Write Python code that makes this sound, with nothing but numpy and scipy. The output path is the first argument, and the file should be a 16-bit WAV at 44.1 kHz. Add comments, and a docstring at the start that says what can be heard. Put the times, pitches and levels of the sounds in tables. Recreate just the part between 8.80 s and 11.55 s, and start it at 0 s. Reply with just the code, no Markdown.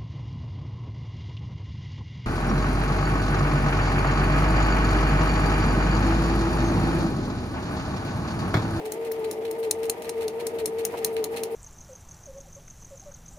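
"""In a small room, an electric sewing machine stitches steadily, about five stitches a second, close by. Its
drive whines and sags under the load of the strokes: wavering sine tones that follow one speed. Shaped noise
makes the rumble and chatter of the gears in a plastic case, and a swish of thread. In every stitch the feed
rasps briefly (gritty noise), then the needle mechanism snaps with a bright metallic click (noise bursts and
ringing steel). Dull knocks of the case mostly land with the clicks, and one squeak comes in between."""
import sys
import numpy as np
from scipy import signal
from scipy.fft import rfft, irfft, next_fast_len
from scipy.io import wavfile
from scipy.ndimage import map_coordinates

SR = 44100
rng = np.random.default_rng(int(sys.argv[2]) if len(sys.argv) > 2 else 0)


def wav_record(signal):
    """Record a signal, one row per channel, as 16-bit PCM in the file named by sys.argv[1]."""
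    frames = np.transpose(np.atleast_2d(signal))
    bounded = np.clip(frames, -1, 1)
    # unit amplitude maps onto the largest positive 16-bit level
    quanta = np.round(bounded * 32767).astype(np.int16)
    wavfile.write(sys.argv[1], SR, quanta)


N = 121275  # length in samples

# speed of the drive: (time [s], whine pitch [Hz])
WHINE_PITCH = [(0.0, 458), (0.02, 423.7), (0.05, 439), (0.12, 429), (0.19, 461.5), (0.21, 451), (0.25, 464),
               (0.31, 445.2), (0.38, 454), (0.42, 436.7), (0.45, 449.2), (0.52, 428.2), (0.57, 445.1),
               (0.62, 441.6), (0.66, 463.6), (0.67, 453), (0.73, 442.3), (0.77, 464), (0.81, 449.6),
               (0.84, 457.7), (0.91, 427.6), (0.96, 454.4), (1.01, 446.3), (1.04, 457.6), (1.1, 444.4),
               (1.15, 476), (1.17, 457), (1.21, 469.3), (1.23, 451.3), (1.27, 463.6), (1.29, 452),
               (1.33, 470), (1.37, 450), (1.41, 460), (1.49, 429.8), (1.54, 461.2), (1.56, 447),
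               (1.6, 474.6), (1.68, 448.5), (1.73, 470.8), (1.75, 454), (1.79, 461), (1.87, 431.3),
               (1.92, 459.6), (1.94, 445.4), (1.99, 457.8), (2.05, 449), (2.16, 471.2), (2.25, 439.6),
               (2.31, 458.5), (2.32, 443.6), (2.39, 452.6), (2.45, 424.4), (2.5, 458.2), (2.52, 448.5),
               (2.56, 467.2), (2.64, 444.7), (2.69, 465.4), (2.72, 450.7), (2.75, 458)]
# loudness of the whine, before its flutter: (time [s], level [dB])
WHINE_LEVEL = [(0.0, -32), (0.02, -44.5), (0.05, -33.0), (0.08, -30.5), (0.13, -39.5), (0.17, -32.5),
               (0.24, -30.0), (0.25, -34.0), (0.32, -27.0), (0.33, -33.0), (0.4, -30), (0.43, -31),
               (0.46, -26), (0.51, -33), (0.52, -44), (0.6, -29), (0.61, -36.5), (0.63, -30.5),
               (0.7, -28.5), (0.77, -35), (0.79, -29.5), (0.85, -28.5), (0.88, -25.5), (0.92, -37),
               (1.02, -27), (1.11, -30), (1.17, -53), (1.18, -33.5), (1.25, -44), (1.27, -32),
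               (1.31, -31.5), (1.34, -41.5), (1.36, -29), (1.4, -26.5), (1.42, -33), (1.46, -24.5),
               (1.49, -37), (1.58, -29), (1.6, -35.0), (1.68, -30.0), (1.72, -43.5), (1.74, -28),
               (1.79, -33), (1.83, -26), (1.85, -24.5), (1.86, -34), (1.92, -33), (1.94, -28), (2.03, -28),
               (2.1, -34.5), (2.11, -50), (2.13, -30.5), (2.16, -35.5), (2.23, -29.5), (2.3, -33),
               (2.38, -25.5), (2.43, -26.5), (2.45, -38), (2.52, -30), (2.55, -29.5), (2.57, -39.5),
               (2.58, -31), (2.6, -37), (2.62, -29.0), (2.67, -33), (2.69, -38.0), (2.74, -26.5),
               (2.75, -29)]
# weaker tones of the drive, before they waver:
# (multiple of the whine pitch, level at the start [dB], level at the end [dB], phase wander [rad])
WEAKER_TONES = [(.2, -61.5, -59, 1.02), (.52, -58.5, -55, 1.03), (.72, -50.5, -52.5, 1.34),
                (.87, -51.5, -51.5, 0.34), (1.35, -51, -54.5, 1.0), (1.5, -56, -60.5, 1.34),
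                (1.73, -57.5, -54.5, 0.78), (2, -51, -58.5, 0.99)]
FLUTTER_DB, FLUTTER_RAD, FLUTTER_PER_S = .6, .05, 81
CASE_PAN_DB, LEFT_LEAD_S = 2, 0.00012  # drive and knocks: louder at the left, and earlier

# tone colour of the gears' rumble: (frequency [Hz], strength [dB])
RUMBLE_COLOUR = [(25, -49), (60, -16), (90, -17.5), (125, -9.5), (200, -6), (330, -1.5), (385, 3.5),
                 (450, 1), (560, -2.5), (700, -3), (950, -5), (1100, -18), (1500, -17.5), (3000, -96)]
# tone colour of the gears' chatter: (frequency [Hz], strength [dB])
CHATTER_COLOUR = [(500, 4), (1050, -2.5), (1210, 12), (1400, -4), (1700, 4.5), (1870, 7), (2110, 8),
                  (2600, 4), (3400, -1.5), (4200, -5), (5000, -7), (8000, -12), (10000, -10.5), (12500, -8),
                  (15000, -17), (16500, -27)]
# level of the chatter, before the lulls: (time [s], level [dB])
CHATTER_LOUDNESS = [(0, -48), (.9, -48), (1.3, -46.5), (1.95, -49), (2.15, -44.5), (2.35, -47.5),
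                    (2.75, -47)]
RUMBLE_DB, RUMBLE_SWAY_DB, CHATTER_GRAIN_DB = -40, 1.1, 1
LULL_AFTER_S, LULL_WIDTH_S, LULL_DB = 0.073, 0.033, 1.5  # the linkage coasts after each click

# feed strokes, before the two feed gains below:
# (time [s], level [dB], extra treble [dB], length [s])
FEED_STROKES = [(0.052, -45.5, 2.5, 0.007), (0.073, -58, -3, 0.0063), (.245, -53.5, 0.5, 0.025),
                (0.441, -44, -3.5, 0.012), (0.648, -45, -3.5, 0.0092), (0.678, -54, -4, .004),
                (.827, -47.5, -0.5, 0.022), (1.029, -46.5, 2.5, 0.014), (1.052, -51.5, 6.5, 0.005),
                (1.219, -49, 4, 0.011), (1.244, -47.5, -2, 0.0079), (1.407, -48.5, 0, 0.028),
                (1.593, -47, -2.5, 0.021), (1.784, -44.5, -1.5, 0.019), (1.983, -47.5, 0, 0.026),
                (2.171, -48, 1, 0.018), (2.363, -43.5, -4.5, 0.023), (2.561, -42, 0, 0.023)]
# tone colour of the feed's body: (frequency [Hz], strength [dB])
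FEED_BODY_COLOUR = [(500, -29), (1300, 0.5), (2600, 8.5), (3500, 1.5), (4300, 8), (5000, -12), (8000, -24)]
# tone colour of the feed's treble: (frequency [Hz], strength [dB])
FEED_TREBLE_COLOUR = [(3500, -26), (5300, 4), (7500, 1), (9500, 6), (12000, -0.5), (15000, 3), (16500, -30)]
FEED_BODY_DB, FEED_TREBLE_DB, FEED_ATTACK_S, FEED_T60_S = 3.5, 1, 0.0032, 0.066
FEED_GRAIN_DB, FEED_CLUMP_DB = 3.3, 2.5

# dull knocks of the case: (time [s], level [dB], pitch [Hz], time to die away by 60 dB [s])
CASE_KNOCKS = [(0.116, -36, 329, 0.33), (.51, -29, 336, 0.19), (0.716, -33.5, 337, 0.23),
               (1.859, -28, 309, 0.14), (1.866, -40, 157.4, 0.19), (2.05, -38.5, 197, 0.17),
               (2.246, -33.5, 194.7, 0.08), (2.385, -30.5, 318, 0.18), (2.441, -40, 166.9, 0.12)]
KNOCK_ATTACK_S, KNOCK_ROUGH_DB, KNOCK_ROUGH_PER_S = 0.011, -12, 303

# tone colour of the needle entering the cloth: (frequency [Hz], strength [dB])
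CLOTH_COLOUR = [(300, 0), (1000, 11), (2100, 24.5), (3200, -13), (6000, 9.5)]
# the needle punches through the cloth just ahead of each click time
PUNCH_LEAD_S, PUNCH_WIDTH_S, PUNCH_DB, PUNCH_GRAIN_DB = 0.00063, 0.002, -40, 4

# needle clicks, before the delays and gains below:
# (time [s], level [dB], low band [dB], top band [dB], lingering tail [dB])
NEEDLE_CLICKS = [(0.12, -27.5, -18, -10, 4), (0.3183, -32, -6.5, 6, 3), (0.5117, -29.5, -11, -12.5, 5.5),
                 (0.7116, -33.5, -17, -14, 2), (.9102, -15, -20.5, -21.5, -4.5),
                 (1.0968, -18, -19, -18.5, -3.5), (1.293, -27.5, -11, -23, -2), (1.4803, -30.5, -7, -17, 1),
                 (1.6679, -26, -9, -11, .5), (1.8573, -21, -18, -16, 2), (2.0505, -19, -18, -10, -0.5),
                 (2.2459, -16, -14, -9, 1), (2.441, -24, -13.5, -13, -1.5), (2.6343, -26, -8.5, -13, 0.5)]
# tone colour shared by all clicks: (frequency [Hz], strength [dB])
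SNAP_COLOUR = [(300, -9.5), (1500, -18.5), (2600, -7), (3500, -8.5), (4250, 0.5), (4700, -8.5), (5150, 1),
               (5700, -2.5), (6500, 3.5), (8100, -1.5), (9000, 7), (10200, 5), (11300, 4), (12400, 5),
               (13300, 0), (15000, 7), (16000, -15)]
# ringing of the steel parts, before a random change in each click:
# (pitch [Hz], level [dB], time to die away by 60 dB [s])
STEEL_RINGS = [(4250, -10, .03), (6520, -10, .04), (7040, -8, .045), (8790, 0, .04), (8960, 0, .04),
               (9450, -2, .04), (9860, 0, .04), (10280, -5, .04), (10760, -7, .04), (13200, -7, .035),
               (14950, -4, .035)]
# echoes off the bed and arm of the machine: (delay [s], gain [factor])
BED_ECHOES = [(.00112, 0.34), (.0019, 0.22), (.0041, 0.52)]
# how fast the room's sound dies: (frequency [Hz], time to die away by 60 dB [s])
ROOM_DECAY = [(300, 0.21), (3000, 0.099), (9000, 0.086), (16000, 0.061)]
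CLICK_DB, CLICK_DELAY_S = 21, .0008
LOW_REF_DB, TOP_REF_DB, TINT_SHARE = -19, -10, .7  # band levels that add no tint; share of tint used
CRACK_T60_S, RATTLE_T60_S, RATTLE_DB, RING_DB = 0.0028, 0.036, 2, -9.5
CRACK_SPREAD, RATTLE_SPREAD = 0.7, 1.3  # how unlike each is at the two microphones
ROOM_DELAY_S, ROOM_DB = 0.009, -13

# thread swishing round the hook, before HOOK_DB: (time [s], level [dB], width [s])
HOOK_SWISHES = [(.21, -58, 0.014), (0.399, -48.5, 0.0054), (.591, -57.5, 0.0059), (0.797, -46.5, 0.011),
                (.995, -53, .012), (1.19, -56, .012), (1.379, -54, 0.011), (1.565, -59, .016),
                (1.755, -53.5, .014), (1.946, -56, 0.013), (2.128, -53, 0.012), (2.339, -45.5, 0.0099),
                (2.53, -51, 0.013), (2.725, -49.5, 0.014)]
# tone colour of the thread: (frequency [Hz], strength [dB])
THREAD_COLOUR = [(1500, -23), (4000, -9), (7500, -11), (9800, 2), (12000, -7), (13500, 1), (15000, -4),
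                 (16500, -14)]
HOOK_DB = -2.5

# tone colour of the scrape: (frequency [Hz], strength [dB])
SCRAPE_TINT = [(300, -15), (600, 3.5), (1000, -4), (1900, -13.5), (3500, -33)]
SQUEAK_S, SQUEAK_WIDTH_S, SQUEAK_HZ, SQUEAK_ROUGH_RAD = 2.145, 0.0085, 975, 0.44
SQUEAK_DB, SCRAPE_DB = -37.5, -35

# stereo balance of the clicks: (frequency [Hz], left minus right [dB])
CLICK_SIDES = [(2000, 5), (3500, 2), (4200, -14), (5200, 2.5), (6500, 5.5), (8000, 7.5), (10000, 2),
               (12000, 2.5), (15000, 3.5)]
# stereo balance of the noises: (frequency [Hz], left minus right [dB])
NOISE_SIDES = [(60, 0), (110, 0.5), (200, -0.5), (380, 3.5), (700, 1), (1290, 0.5), (2380, 0), (4400, -2.5),
               (8120, 5), (15000, -1)]
# how alike the noises are at left and right: (frequency [Hz], likeness [1 = same, 0 = unrelated])
LIKENESS = [(60, 0.95), (130, 0.96), (290, 0.87), (640, 0.54), (1410, -0.061), (3100, -0.08), (6820, 0.075),
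            (15000, 0.079)]
LOW_CUT_HZ, TOP_HZ = 35, 16500


def amp(db):
    """Decibels to gain."""
    return 10 ** (np.asarray(db) / 20)


def unit(x):
    """Scaled to an average strength (rms) of 1."""
    return x / np.sqrt(np.mean(x ** 2) + 1e-20)


def unit_energy(x):
    """Each channel scaled to energy 1."""
    return x / np.linalg.norm(x, axis=-1, keepdims=True)


def along(points, hz):
    """Values between (Hz, value) points, spaced as the ear hears pitch (log axis)."""
    f, v = np.transpose(points)
    return np.interp(np.log(hz + 1), np.log(f + 1), v)


def curve(rows):
    """(s, value) rows as one value per sample."""
    return np.interp(np.arange(N) / SR, *np.transpose(rows))


def wobble(rate):
    """A smooth random curve through this many random points a second."""
    return map_coordinates(rng.standard_normal(N // 8), [np.arange(N) * rate / SR], mode="wrap")


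def swell(s, width):
    """A smooth rise and fall around a time."""
    return np.exp(-.5 * ((np.arange(N) / SR - s) / width) ** 2)


def filtered(x, response):
    """x with each frequency multiplied by a complex response."""
    m = next_fast_len(N + SR // 2)
    return irfft(rfft(x, m) * response(np.fft.rfftfreq(m, 1 / SR)), m)[..., :N]


def causal(db):
    """The filter response with these gains that never sounds ahead of its input."""
    c = irfft(np.log(amp(db)))
    half = c.shape[-1] // 2
    return np.exp(rfft(c * np.r_[1, np.full(half - 1, 2), 1, np.zeros(half - 1)]))


def pan(db):
    """Left and right gains for a level difference."""
    return amp(np.array([[.5], [-.5]]) * db)


def add(track, s, sound):
    """Mix a sound in at a time."""
    part = track[..., max(0, round(s * SR)):][..., :sound.shape[-1]]
    part += sound[..., :part.shape[-1]]


def noise(spectrum):
    """Coloured stereo noise of rms 1, near mono in the bass."""
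    def mid_side(hz):
        turn = np.arccos(np.clip(along(LIKENESS, hz), -1, 1)) / 2
        return amp(along(spectrum, hz)) * [np.cos(turn), np.sin(turn)]

    mid, side = filtered(rng.standard_normal((2, N)), mid_side)
    stereo = np.array([mid + side, mid - side])
    return unit(filtered(stereo, lambda hz: pan(along(NOISE_SIDES, hz))))


def burst(t, t60):
    """A dying stereo burst of noise with an even spectrum."""
    z = rfft(rng.standard_normal((2, len(t))) * amp(-60 * t / t60))
    even = irfft(z / (np.abs(z) + 1e-12))
    return unit_energy(even * amp(-20 * t / t60))


def room_tail():
    """A fresh stereo tail of the room: fading noise whose treble dies first."""
    hz, t, z = signal.stft(rng.standard_normal((2, SR // 5)), SR, nperseg=256)
    fade = amp(-60 * t / along(ROOM_DECAY, hz)[:, None])
    build_up = 1 - np.exp(-t / 0.0022)
    return unit_energy(signal.istft(z * fade * build_up, SR, nperseg=256)[1])


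def drive():
    """The fluttering whine of the drive and its weaker, wavering tones, all following one speed."""
    phase = 2 * np.pi * np.cumsum(curve(WHINE_PITCH)) / SR
    level = amp(curve(WHINE_LEVEL) + FLUTTER_DB * wobble(FLUTTER_PER_S))
    tone = level * np.sin(phase + FLUTTER_RAD * wobble(FLUTTER_PER_S))
    for multiple, first_db, last_db, wander in WEAKER_TONES:
        level = amp(np.linspace(first_db, last_db, N) + 2.8 * wobble(18))
        tone = tone + level * np.sin(multiple * phase + wander * wobble(22))
    return np.sqrt(2) * tone * pan(CASE_PAN_DB)


def gears():
    """Low rumble of the case and grainy chatter of the linkage, which eases off after every click."""
    rumble = unit(noise(RUMBLE_COLOUR) * amp(RUMBLE_SWAY_DB * wobble(40.21)))
    grain = amp(CHATTER_GRAIN_DB * wobble(500) + 1.8 * wobble(50.1))
    chatter = unit(noise(CHATTER_COLOUR) * grain)
    lull = sum(swell(s + LULL_AFTER_S, LULL_WIDTH_S) for s, *_ in NEEDLE_CLICKS)
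    return amp(RUMBLE_DB) * rumble + amp(curve(CHATTER_LOUDNESS) - LULL_DB * lull) * chatter


def feed():
    """A short gritty rasp ahead of every click, its grains bunched in clumps."""
    t, body, treble = np.arange(N) / SR, np.zeros(N), np.zeros(N)
    grit = amp(FEED_GRAIN_DB * wobble(1100) + FEED_CLUMP_DB * wobble(190))
    for s, db, treble_db, length in FEED_STROKES:
        attack = np.clip((t - s) / FEED_ATTACK_S, 0, 1)
        shape = attack * amp(db - 60 * np.maximum(t - s - length, 0) / FEED_T60_S)
        stroke = np.linalg.norm(shape) * unit_energy(shape * grit)  # grit leaves the energy as it was
        body += amp(FEED_BODY_DB) * stroke
        treble += amp(FEED_TREBLE_DB + treble_db) * stroke
    return body * noise(FEED_BODY_COLOUR) + treble * noise(FEED_TREBLE_COLOUR)


def knocks():
    """Now and then the case gives a dull, rough, briefly ringing knock: a fading, roughened tone."""
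    t, out = np.arange(SR // 4) / SR, np.zeros(N)
    for s, db, hz, t60 in CASE_KNOCKS:
        wander = wobble(KNOCK_ROUGH_PER_S) + 1j * wobble(KNOCK_ROUGH_PER_S)
        rough = amp(KNOCK_ROUGH_DB) * wander[:len(t)]
        ring = np.imag((1 + rough) * np.exp(2j * np.pi * hz * t))
        shape = amp(db - 60 * t / t60) * (1 - np.exp(-t / KNOCK_ATTACK_S))
        add(out, s, shape * unit(ring) / np.sqrt(2))
    return out * pan(CASE_PAN_DB)


def punch():
    """The dull prick of the needle entering the cloth: a tiny swell of grainy noise."""
    pricks = sum(swell(s - PUNCH_LEAD_S, PUNCH_WIDTH_S) for s, *_ in NEEDLE_CLICKS)
    return amp(PUNCH_DB) * pricks * unit(noise(CLOTH_COLOUR) * amp(PUNCH_GRAIN_DB * wobble(580)))


def steel(t):
    """Ringing steel: fading sine tones whose strengths differ from click to click."""
    ring = 0
    for hz, db, t60 in STEEL_RINGS:
        level = amp(db + rng.normal(0, 8.9) - 60 * t / t60)
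        ring = ring + level * np.sin(2 * np.pi * hz * t + rng.normal(0, .8, (2, 1)))
    return unit_energy(ring)


def needle():
    """One snap a stitch: a crack with close echoes, a dense rattle and ringing steel, then the room."""
    size = 4096  # samples in one snap
    t, hz, out = np.arange(size) / SR, np.fft.rfftfreq(size, 1 / SR), np.zeros((2, N))
    ears = causal(20 * np.log10(pan(along(CLICK_SIDES, hz))))
    for s, db, low_db, top_db, tail_db in NEEDLE_CLICKS:
        # one burst shared by both sides, plus one that differs between them
        crack = unit_energy(burst(t, CRACK_T60_S)[0] + CRACK_SPREAD * burst(t, CRACK_T60_S))
        rattle = unit_energy(burst(t, RATTLE_T60_S)[0] + RATTLE_SPREAD * burst(t, RATTLE_T60_S))
        snap = crack + amp(RATTLE_DB) * rattle + amp(RING_DB) * steel(t)
        for delay, gain in BED_ECHOES:
            add(snap, delay, gain * crack)
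        tint = [(4500, low_db - LOW_REF_DB), (8500, 0), (13500, top_db - TOP_REF_DB)]
        colour = along(SNAP_COLOUR, hz) + TINT_SHARE * along(tint, hz)
        snap = amp(db + CLICK_DB) * unit_energy(irfft(rfft(snap) * causal(colour)))
        add(out, s + CLICK_DELAY_S, irfft(rfft(snap) * ears))
        tail = amp(ROOM_DB + tail_db) * signal.fftconvolve(snap, room_tail(), axes=1)
        add(out, s + CLICK_DELAY_S + ROOM_DELAY_S, tail)
    return out


def hook():
    """A faint swish of thread between the clicks: swells of grainy noise."""
    swishes = sum(amp(db + HOOK_DB) * swell(s, width) for s, db, width in HOOK_SWISHES)
    return swishes * unit(noise(THREAD_COLOUR) * amp(2.2 * wobble(600)))


def squeak():
    """One short, rough squeak of a rubbing part (an unsteady tone), with a noisy scrape."""
    t = np.arange(N) / SR
    tone = np.sqrt(2) * np.sin(2 * np.pi * SQUEAK_HZ * t + SQUEAK_ROUGH_RAD * wobble(220))
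    scrape = noise(SCRAPE_TINT)
    return swell(SQUEAK_S, SQUEAK_WIDTH_S) * (amp(SQUEAK_DB) * tone + amp(SCRAPE_DB) * scrape)


def scene():
    """The whole machine; its drive and knocks reach the left microphone first."""
    lead = lambda hz: np.exp(np.array([[1j], [-1j]]) * np.pi * hz * LEFT_LEAD_S)
    case = filtered(drive() + knocks(), lead)
    return case + gears() + feed() + punch() + needle() + hook() + squeak()


def record(dry):
    """The recorder cuts the deepest bass and keeps almost nothing above its band limit."""
    def response(hz):
        bass_cut = hz ** 2 / np.sqrt(hz ** 4 + LOW_CUT_HZ ** 4)
        return bass_cut / np.sqrt(1 + (hz / TOP_HZ) ** 200)

    return filtered(dry, response)


dry = scene()
out = record(dry)
wav_record(out)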